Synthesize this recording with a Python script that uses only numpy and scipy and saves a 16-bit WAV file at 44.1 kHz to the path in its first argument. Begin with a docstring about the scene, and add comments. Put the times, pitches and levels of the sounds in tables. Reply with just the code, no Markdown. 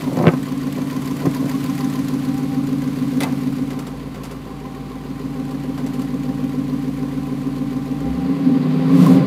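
"""First heard is the uneven idle of an old pickup's V8: eight exhaust pulses a cycle ring pipes and cab.
Valve gear ticks and clatters in step from the engine bay, over a rush, a hiss and a faint, varying whine.
The latch drags, slips and thumps as the door opens; the microphone goes round it into the cab.
There, struck modes give a sharp clack and small ticks. At the end the engine is revved:
its firing rate climbs, cab modes and higher engine orders sing out, and a low rumble lies under all."""
import sys
import numpy as np
from scipy import signal
from scipy.fft import rfft, irfft, next_fast_len
from scipy.io import wavfile
from scipy.ndimage import uniform_filter1d, map_coordinates

SR = 44100
rng = np.random.default_rng(int(sys.argv[2]) if len(sys.argv) > 2 else 0)


def wrap_up_sound(samples):
    """Save the sound to the file named by the first command line argument, as 16-bit audio."""
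    columns = np.atleast_2d(samples).T
    # keep every value between -1 and 1, then stretch to whole-number steps
    tamed = np.clip(columns, -1, 1)
    steps = np.round(tamed * 32767).astype(np.int16)
    wavfile.write(sys.argv[1], SR, steps)


N = 408366
TIME = np.arange(N) / SR  # [s]

# Engine speed, a wandering idle and then the rev. Each row: time in [s], firing rate in [firings per s].
SPEED = [(0.0, 53.87), (0.8, 53.98), (1.2, 55.12), (1.6, 54.26), (2.8, 54.36), (3.2, 53.44), (4.4, 54.29),
         (4.8, 53.74), (5.6, 54.5), (6.0, 52.96), (6.4, 54.05), (7.2, 54.52), (7.93, 53.7), (8.3, 76.6),
         (8.5, 89.7), (8.65, 95.6), (8.88, 100.2), (9.0, 115.3), (9.1, 131), (9.17, 138.5), (9.26, 140)]
# The pedal eased down, blipped and let go. Each row: time in [s], throttle as a [share 0-1].
THROTTLE = [(7.9, 0), (8.25, 0.13), (8.55, 0.19), (8.7, 0.31), (8.87, 0.47), (9.02, 0.95), (9.14, 0.83),
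            (9.26, 0.3)]
# How open the microphone lies to the engine bay, as it goes round the door into the cab.
# Each row: time in [s], openness as a [share 0-1].
OPENNESS = [(0.04, 0.83), (.55, 0.59), (1.05, 0.85), (1.75, 0.98), (2.6, 0.41), (3.2, 0.56), (4.0, 0.16),
            (7.9, 0.16)]
# Strength of the cab's standing waves at the microphone, weakest under the dash; layers take a share of it.
# Each row: time in [s], strength in [dB].
CAB_RING = [(.7, -1.5), (2.8, 2.5), (3.55, 1.5), (4.05, -11), (4.5, -13), (4.95, -11.5), (5.35, -4),
            (6.35, 0.5), (7.8, -1.5)]

# One engine cycle at the tailpipes. Each row: arrival in [firing intervals], relative strength in [dB].
CYLINDERS = [(-0.13, -3), (0.68, 0.6), (1.73, -2.4), (2.84, -0.4), (3.66, 2.4), (4.85, 0.2), (5.94, -1.6),
             (6.72, 2)]
# Resonances of pipes and cab. Each row: frequency in [Hz], width in [Hz], relative level in [dB].
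PIPE_RESONANCES = [(150.3, 13.6, 4.5), (189.4, 17, -1), (247.85, 15.3, 8.5), (282.6, 17, 5.5)]
# Upper pipe resonances. Each row: frequency in [Hz], width in [Hz], relative level in [dB].
UPPER_PIPE_RESONANCES = [(410.3, 11.4, 11), (471.2, 5.1, 11), (520.3, 26, 4.5)]
# Gas puffs in each cycle. Each row: place in [firing intervals], relative strength in [dB].
PUFFS = [(1.3, 2), (2.1, -4.5), (3.2, -6), (4.0, 0), (4.721, 1), (6.8, -6)]
# Engine orders that sing out in the rev. Each row: [multiple of the firing rate], relative level in [dB].
REV_ORDERS = [(2.375, -2), (2.75, 0), (3.625, -3), (4.25, -4), (4.75, -6), (5.75, -9)]
# Colour of the gas rasp. Each row: frequency in [Hz], relative density in [dB per Hz].
RASP_COLOUR = [(280, -7.5), (340, -6.5), (400, 4.5), (430, -14), (480, -1), (535, -9.5), (600, -43),
               (680, -28), (740, -9.5), (880, -38), (1200, -31.5)]
# The cab booms when the firing rate crosses its lowest mode
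BOOM_HZ, BOOM_WIDTH_HZ = 64.8, 4.55
# The pipes bark louder in a narrow range of speed (firings per s)
BARK_FIRING_HZ, BARK_WIDTH_HZ, BARK_SWELL_DB = 89, 5.2, 9.5
# The cab's two strongest modes
DRONE_HZ, DRONE_RING_WIDTH_HZ = 175.6, 47
BARK_HZ, BARK_RING_WIDTH_HZ = 266.3, 15
# The idle lopes, one heavy beat a cycle: its place in firing intervals, and the swing at idle
LOPE_PLACE, LOPE_DB = 4.9, 2.1

# Knocks in each engine cycle. Each row: place in [firing intervals], relative strength in [dB].
KNOCKS = [(1.65, -2), (2.3, -7.5), (3.7, -0.5)]
# The bay knock comes and goes. Each row: time in [s], level in [dB over the clatter, before its blurring].
KNOCK_LEVEL = [(1.95, 2), (2.4, -2), (3.1, -7), (4.0, -7), (4.45, 3), (5.2, 2), (5.7, -2), (7.0, 0.5)]
# Valve ticks in each cycle. Each row: place in [firing intervals], relative strength in [dB], ring in [Hz].
VALVES = [(.45, 0.5, 2420), (1.0, 5, 6970), (2.03, 3.5, 4550), (4.0, 2.5, 6230), (7.0, 2.5, 7850)]
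# Resonances of the rocker covers. Each row: frequency in [Hz], width in [Hz], relative level in [dB].
ROCKER_RESONANCES = [(1876, 140, 4), (2290, 120, -5), (3010, 87, -2.5)]
# The rocker covers rattle in patches. Each row: time in [s], change of level in [dB].
ROCKER_LEVEL = [(1.5, 6), (1.88, 5), (2.15, -3), (5.4, -0.5), (5.9, 5), (6.6, 3), (7.0, -2)]
# The whine's course. Each row: time in [s], level in [dB, before a small trim and drift].
WHINE_LEVEL = [(1.3, -61), (1.8, -43), (2.05, -53), (2.5, -42), (2.7, -51), (3.6, -51), (3.85, -47),
               (4.25, -65), (4.55, -45.5), (7.2, -49), (8.4, -43)]
# Colour of the clatter. Each row: frequency in [Hz], relative density in [dB per Hz].
CLATTER_COLOUR = [(700, 1.5), (900, -2), (980, 3), (1040, 9.5), (1090, 5), (1170, 4), (1300, -7.5),
                  (1700, -16.5)]
# Colour of the fan's rush. Each row: frequency in [Hz], relative density in [dB per Hz].
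RUSH_COLOUR = [(700, 7.5), (1250, 3), (1450, 6.5), (1650, 2), (1950, 4), (2500, 1), (3400, -3.5),
               (4850, -4), (5200, -15.5), (8000, -40)]
# Colour of bay and intake hiss. Each row: frequency in [Hz], relative density in [dB per Hz].
HISS_COLOUR = [(3500, 4), (5100, 1), (5600, 1.5), (7000, 0), (8500, -2), (9900, -1), (11500, -1.5),
               (13000, -2), (15500, -5.5)]
# Colour of the valve ticks. Each row: frequency in [Hz], relative density in [dB per Hz].
TICK_COLOUR = [(1500, -21), (4700, -2.5), (8500, -8.5), (12000, 0), (15500, -6.5)]
# One hard knock in the rev, and what it rings. Each row: frequency in [Hz], relative level in [dB], t60 in [s].
COVER_MODES = [(1005, -3, .05), (1070, 4, 0.071)]
HARD_KNOCK_S, HARD_KNOCK_DB = 9.064, -14.5

# Slips and blows on latch and door. Each row: time in [s], peak in [dB], brightness (low-pass) in [Hz].
DOOR_BLOWS = [(0.126, -11, 550), (0.154, -18, 700), (0.172, -11, 900), (0.189, -15, 1390), (0.2, -7.5, 700),
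              (0.212, -10, 1000), (0.226, -17, 500), (0.2395, -3.5, 1250), (0.255, -10, 2000),
              (0.264, -9, 1800), (0.2696, 0.5, 4600), (0.2719, -1.5, 330), (.279, -5, 3000),
              (0.2817, -6, 5000), (0.2882, -4, 2800), (0.304, -19, 1600), (0.336, -11, 1500),
              (0.764, -20, 600), (0.784, -17, 1000), (1.238, -19, 700), (1.254, -13.5, 900),
              (1.258, -13.5, 1100), (1.265, -14, 1500), (1.269, -4.5, 550), (1.426, -17, 800),
              (1.442, -13, 650), (1.458, -19, 1200)]
# Modes of the door panel. Each row: frequency in [Hz], relative level in [dB], t60 in [s].
DOOR_MODES = [(165, 3, 0.064), (246, 3.5, 0.044), (345, 0.5, 0.034), (534, 2.5, 0.023), (710, -6, 0.042),
              (1045, -2.5, 0.02), (1280, -12, 0.06), (1540, -13, 0.038), (1780, -12, 0.033),
              (2180, 1.5, 0.0072), (2680, -8, 0.013), (3400, -6, 0.0039)]
# The latch drags until it lets go, later the door scuffs as it swings.
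# Each row: start in [s], end in [s], level at the end in [dB].
DRAGS = [(0.126, 0.268, -20.5), (0.743, 0.797, -37), (1.233, 1.279, -35), (1.402, 1.457, -37)]
DRAG_RISE_DB_PER_S, DRAG_FALL_DB_PER_S = 75, 330

# The clack, two strikes with bounces between. Each row: time in [s], peak in [dB], ping raised by [dB].
CLACKS = [(3.205, -14.5, 4), (3.209, -13.5, -6), (3.219, -20, -20), (3.226, -17.5, -20), (3.2335, -11, -2)]
# What the clack rings. Each row: frequency in [Hz], relative level in [dB], t60 in [s].
CLACK_MODES = [(400, -8, 0.15), (620, -14, 0.12), (810, -6, 0.11), (1270, -18, 0.072), (2044, 2, 0.062),
               (2310, -1.5, 0.034), (2590, -5, 0.074), (3490, 1, 0.029), (4600, 0, 0.02), (3930, -3, 0.037)]
# Its high ping. Each row: frequency in [Hz], level in [dB, before each strike's change], t60 in [s].
PING_MODES = [(9600, -6, .03), (9800, 10.5, 0.028), (13200, 7, .06)]
# A loose part ticks in short runs. 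Each row: time in [s], peak in [dB], brightness (low-pass) in [Hz].
RATTLES = [(3.705, -26.5, 2620), (3.7902, -26.5, 7000), (3.868, -28, 6000), (4.1439, -29, 2500),
           (4.2347, -26.5, 7000), (4.252, -27, 5000), (4.312, -30.5, 7000), (5.51, -31.5, 6000),
           (5.778, -25, 2000), (5.8637, -26, 5000), (5.9402, -30, 8000), (5.994, -28.5, 6030),
           (6.017, -27.5, 7000)]
# Ring of the loose part. Each row: frequency in [Hz], relative level in [dB], t60 in [s].
RATTLE_MODES = [(1343, -2, 0.086), (2050, 0, .06), (2830, -1.8, 0.054), (4760, 0, .04), (7480, -1, 0.06),
                (10600, -1, .06), (12550, 2, .05), (13600, 1, .05)]

# Colour of the low rumble. Each row: frequency in [Hz], relative density in [dB per Hz].
RUMBLE_COLOUR = [(20, -24), (40, -13), (100, -0.5), (220, 6), (400, -3), (900, -45)]
CUTOFF_HZ = 15500


def exhaust(firings, per_s, effort):
    """Pulses ring the pipes; their uneven pattern gives a lope at idle and a fan of climbing lines in the rev."""
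    pulses = cycle_clicks(firings, CYLINDERS, spread_db=.6, jitter=.004)
    # turbulent gas trails every pulse, more so at speed
    pulses = pulses + swell(pulses, rise_s=.004) * noise() * (.003 + .012 * effort)
    # at speed the climbing orders ring the cab's modes one after another
    sung = np.interp(effort, [.05, .3], [0, .95])
    drone, bark = drone_and_bark(pulses, sung)
    bark = bark * from_db(BARK_SWELL_DB * np.exp(-((per_s - BARK_FIRING_HZ) / BARK_WIDTH_HZ) ** 2))
    lope_db = LOPE_DB * (1 - sung) * np.cos(2 * np.pi * (firings - LOPE_PLACE) / 8)
    bark = bark * from_db(lope_db + .9 * drift(12))
    boom = np.sin(2 * np.pi * firings) * from_db(0.87 * drift(10))
    boom = boom / np.hypot(1, 2 * (per_s - BOOM_HZ) / BOOM_WIDTH_HZ)
    rasp = gas_rasp(firings, effort)
    climbing = rev_orders(firings)
    return (climbing * level(effort, idle_db=-55, speed_db=28, throttle_db=12)
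            + boom * level(effort, idle_db=-24.0, open_db=-12.0, ring=-.08, throttle_db=-2)
            + drone * level(effort, idle_db=-28, ring=0.63, speed_db=9.5, throttle_db=13)
            + bark * level(effort, idle_db=-23.5, ring=1, speed_db=-4.0, throttle_db=18)
            + rasp * level(effort, idle_db=-37.0, open_db=-4, ring=0.34, speed_db=13.0, throttle_db=4.5))


def drone_and_bark(pulses, sung):
    """Pipe resonances split at 222 Hz, as the two parts fade differently; in the rev each rings a cab mode."""
    pipes = cut(resonances(pulses, PIPE_RESONANCES), 95, "high", order=4)
    drone, bark = pipes, pipes
    for _ in range(2):
        drone = cut(drone, 222, "low", order=4)
        bark = cut(bark, 222, "high", order=4)
    bark = evened(cut(bark, 363, "low", order=3))
    bark_ring = evened(resonate(bark, BARK_HZ, BARK_RING_WIDTH_HZ))
    bark = evened((1 - sung) * bark + sung * bark_ring)
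    drone_ring = resonate(drone, DRONE_HZ, DRONE_RING_WIDTH_HZ)
    drone_ring = evened(resonate(drone_ring, DRONE_HZ, DRONE_RING_WIDTH_HZ))
    drone = evened((1 - sung) * evened(drone) + sung * drone_ring)
    return drone, bark


def gas_rasp(firings, effort):
    """Bursts of gas puff and ring the upper pipe resonances; at speed the ringing takes over."""
    bursts = cycle_clicks(firings, PUFFS, spread_db=1.5, jitter=.004)
    upper = cut(resonances(bursts, UPPER_PIPE_RESONANCES), [330, 620], "band", order=3)
    puffs = .25 + swell(bursts, rise_s=.005)
    ringing = 1.2 + 1.2 * effort
    return evened(ringing * evened(upper) + colour(noise() * puffs, RASP_COLOUR))


def rev_orders(firings):
    """Sines locked to multiples of the firing rate climb with the engine, each drifting in level."""
    orders = [from_db(db + 2 * drift(12)) * np.sin(2 * np.pi * multiple * firings)
              for multiple, db in REV_ORDERS]
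    return rms_one(sum(orders))


def engine_bay(firings, effort):
    """Knocks ring a cover near 1 kHz, valves tick over the fan's rush, and an accessory whines."""
    openness, throttle = in_time(OPENNESS), in_time(THROTTLE)
    # knocks and ticks stand out most outside the cab and blur at speed
    distinct = 0.46 + 0.68 * openness - 0.93 * effort
    clatter = knocking_clatter(firings, distinct)
    hard_knock = np.zeros(N)
    add(hard_knock, blow(COVER_MODES, crack=0.28, crack_s=.004, tail=.2, tail_s=.012), HARD_KNOCK_S, HARD_KNOCK_DB)
    ticks, tick_sound = valves(firings)
    rush = colour(noise() * (1 + 0.52 * distinct * ticks), RUSH_COLOUR)
    rush = evened(reflections(rush, strength=0.13))
    rockers = evened(resonances(tick_sound, ROCKER_RESONANCES, alternate=False))
    rockers = rockers * from_db(in_time(ROCKER_LEVEL))
    hiss = evened(colour(noise(), HISS_COLOUR) + 0.78 * distinct * colour(tick_sound, TICK_COLOUR))
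    # the cube leaves little intake hiss until the throttle is wide open
    intake = from_db(-36.5) * np.clip(throttle, 0, 1) ** 3 * colour(noise(), HISS_COLOUR)
    return (clatter * level(effort, idle_db=-44.5, open_db=3.0, speed_db=5, throttle_db=11.0)
            + rush * level(effort, idle_db=-45.5, open_db=6.5, ring=0.16, speed_db=6, throttle_db=8.0)
            + rockers * level(effort, idle_db=-60.5, open_db=5.0)
            + hiss * level(effort, idle_db=-52.0, open_db=11.0, ring=0.26, speed_db=-5.0)
            + hard_knock + intake + accessory_whine(effort))


def knocking_clatter(firings, distinct):
    """Broad clatter swells a little with each knock, and a drifting tone near 1 kHz rings as the cover."""
    knocks = swell(cycle_clicks(firings, KNOCKS, spread_db=3, jitter=0.04), rise_s=0.0055)
    cover = tone(1035 + 30 * drift(45)) * evened(knocks)
    clatter = evened(colour(noise() * (14.0 + knocks), CLATTER_COLOUR))
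    return clatter + from_db(in_time(KNOCK_LEVEL)) * distinct * cover


def valves(firings):
    """Every valve gives a gritty tick with a ring of its own; returns the ticks' envelope and their sound."""
    envelope, sound = 0, 0
    for place, db, hz in VALVES:
        ticks = swell(cycle_clicks(firings, [(place, db)], spread_db=2.1, jitter=.04), rise_s=.003)
        gritty = noise() * ticks
        envelope = envelope + ticks
        sound = sound + gritty + 3.2 * resonate(gritty, hz, 600)
    return envelope, sound


def accessory_whine(effort):
    """A sine near 785 Hz rises slightly with engine speed and drifts in pitch and level."""
    whine = np.sqrt(2) * tone(785 + 16 * effort + 8 * drift(25))
    return whine * from_db(in_time(WHINE_LEVEL) - .7 + 3 * drift(18))


def door():
    """Latch and door drag ever harder, slip and let go, shaking the panel; soft contacts are duller."""
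    drag = 0
    for start, end, db in DRAGS:  # the rise is set by the end alone
        before, after = np.maximum(end - TIME, 0), np.maximum(TIME - end, 0)
        drag = drag + from_db(db - DRAG_RISE_DB_PER_S * before - DRAG_FALL_DB_PER_S * after)
    scrape = cut(cut(grit(N, spread_db=5.5), [150, 700], "band"), 900, "low")
    out = drag * rms_one(scrape)
    for s, peak_db, bright_hz in DOOR_BLOWS:
        add(out, door_blow(bright_hz), s, peak_db)
    return out


def door_blow(bright_hz):
    """One contact on the door's modes, dulled above its brightness."""
    hit = blow(DOOR_MODES, crack=0.098, crack_s=0.0098, tail=0.93, tail_s=0.024)
    return cut(cut(hit, bright_hz, "low", order=3), 118, "high", order=4)


def clacks():
    """Small hard parts knock together in the cab: a double clack with bounces, then lighter ticks."""
    out = np.zeros(N)
    for s, peak_db, ping_db in CLACKS:
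        modes = CLACK_MODES + [(hz, db + ping_db, t60) for hz, db, t60 in PING_MODES]
        strike = blow(modes, crack=2.5, crack_s=0.0093, tail=3.9, tail_s=0.046)
        add(out, cut(strike, 3500, "low", order=1), s, peak_db)
    for s, peak_db, bright_hz in RATTLES:
        tick = blow(RATTLE_MODES, crack=3.0, crack_s=0.018, tail=8.0, tail_s=0.037)
        add(out, cut(tick, bright_hz, "low", order=1), s, peak_db)
    return out


def low_rumble(effort):
    """Coloured noise lies under all, louder toward the bay, with speed and with throttle."""
    gain = level(effort, idle_db=-38.5, open_db=6.5, speed_db=7, throttle_db=8.5)
    return gain * colour(noise(), RUMBLE_COLOUR)


def level(effort, idle_db, open_db=0, ring=0, speed_db=0, throttle_db=0):
    """Gain of a layer: its idle level, moved by the microphone's place, the engine's speed and the throttle."""
    place_db = open_db * in_time(OPENNESS) + ring * in_time(CAB_RING)
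    return from_db(idle_db + place_db + speed_db * effort + throttle_db * in_time(THROTTLE))


def cycle_clicks(firings, pattern, spread_db, jitter):
    """Repeat a pattern every eight firings, each click a little off in strength and time."""
    place, db = np.transpose(pattern)
    starts = 8 * np.arange(80)[:, None]
    shift, strong = rng.standard_normal((2, len(starts), len(place)))
    at = np.searchsorted(firings, starts + place + jitter * shift)
    heard = (at > 0) & (at < N)
    return np.bincount(at[heard], from_db(db + spread_db * strong)[heard], N)


def swell(clicks, rise_s):
    """Each click of strength 1 becomes a quick swell of height 1 with a slower fall."""
    r = np.exp(-1 / (rise_s * SR))
    return signal.lfilter([np.e / (rise_s * SR)], [1, -2 * r, r * r], clicks + 1e-18)


def blow(modes, crack, crack_s, tail, tail_s):
    """One contact: a gritty crack, every mode with a strength of its own, and a dull tail from the cab."""
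    t = TIME[:SR // 4]
    hz, db, t60 = np.transpose(modes)[:, :, None]
    strength = from_db(db + 2 * rng.standard_normal(hz.shape)) * rng.choice([-1, 1], hz.shape)
    rings = strength * np.sin(2 * np.pi * hz * t) * np.exp(-np.log(1000) * t / t60)
    grains = grit(len(t), spread_db=-2.0) * np.exp(-t / crack_s)
    wash = cut(rng.standard_normal(len(t)), [250, 1100], "band") * np.exp(-t / tail_s)
    return rings.sum(0) + crack * grains + tail * wash


def grit(size, spread_db):
    """Noise that comes in grains of very uneven strength, each about half a millisecond long."""
    sample = np.arange(size)
    grains = sample[::SR // 2000]
    strength_db = spread_db * np.clip(rng.standard_normal(len(grains)), -2, 2)
    return rms_one(rng.standard_normal(size) * from_db(np.interp(sample, grains, strength_db)))


def reflections(x, strength):
    """Close metal panels add short echoes, 1 to 12 ms late, that ripple the spectrum."""
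    lags = (rng.uniform(.001, .012, size=8) * SR).astype(int)
    echoes = sum((-1) ** k * np.pad(x, (lag, 0))[:N] for k, lag in enumerate(lags))
    return x + strength * echoes


def resonate(x, hz, width_hz):
    """Two-pole resonance with gain 1 on top."""
    r = np.exp(-np.pi * width_hz / SR)
    numerator = np.array([1, 0, -1]) * (1 - r * r) / 2
    return signal.lfilter(numerator, [1, -2 * r * np.cos(2 * np.pi * hz / SR), r * r], x + 1e-18)


def resonances(x, rows, alternate=True):
    """Resonances side by side, by default with alternating polarity."""
    sign = -1 if alternate else 1
    return sum(sign ** k * from_db(db) * resonate(x, hz, width) for k, (hz, width, db) in enumerate(rows))


def tone(hz):
    """Sine that follows a moving frequency."""
    return np.sin(2 * np.pi * np.cumsum(hz) / SR)


def colour(x, spectrum):
    """Give x a spectrum, falling off beyond its ends; rms 1."""
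    hz, db = np.transpose(spectrum)
    size = next_fast_len(N + 4096)
    bins = np.maximum(np.arange(size // 2 + 1) * SR / size, 1)
    gain = from_db(np.interp(np.log(bins), np.log(hz), db))
    gain = gain / (1 + (bins / hz[-1] / 2) ** 2) / (1 + (hz[0] / bins / 2) ** 2)
    return rms_one(irfft(rfft(x, size) * gain, size)[:N])


def cut(x, hz, kind, order=2):
    """Butterworth filter."""
    sos = signal.butter(order, np.clip(hz, 10, .45 * SR), kind, fs=SR, output="sos")
    return signal.sosfilt(sos, x + 1e-18)


def evened(x):
    """Level 1 over about two idle cycles; the throb within them stays."""
    size = round(.295 * SR)
    return x / np.sqrt(uniform_filter1d(x ** 2, size) + 1e-12)


def drift(per_s):
    """Smooth chance with spread 1, from random knots at a rate per second."""
    knots = rng.standard_normal(2000)
    return rms_one(map_coordinates(knots, [TIME * per_s], order=3, mode="wrap"))


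def noise():
    """White noise."""
    return rng.standard_normal(N)


def add(out, sound, s, peak_db):
    """Mix a sound in at a time and peak level."""
    at = round(s * SR)
    out[at:at + len(sound)] += (from_db(peak_db) * sound / np.abs(sound).max())[:N - at]


def in_time(rows):
    """A curve's value, sample by sample."""
    s, value = np.transpose(rows)
    return np.interp(TIME, s, value)


def from_db(db):
    """Decibels to gain."""
    return 10 ** (np.asarray(db) / 20)


def rms_one(x):
    """Scale to rms 1."""
    return x / np.sqrt(np.mean(x ** 2) + 1e-20)


def scene():
    """Engine speed drives exhaust, bay and rumble; door and clacks keep their own times."""
    per_s = in_time(SPEED)
    firings = np.cumsum(per_s) / SR
    # 0 at the starting idle speed, growing with the log of speed
    effort = np.clip(0.74 * np.log(per_s / per_s[0]), 0, 1)
    engine = exhaust(firings, per_s, effort) + engine_bay(firings, effort)
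    return (engine + door() + clacks() + low_rumble(effort))[None]


def record(dry):
    """Peaks flatten at full scale and a steep filter cuts the top."""
    low_pass = signal.ellip(10, .1, 80, CUTOFF_HZ, fs=SR, output="sos")
    return signal.sosfilt(low_pass, np.clip(dry, -1, 1))


dry = scene()
out = record(dry)
wrap_up_sound(out)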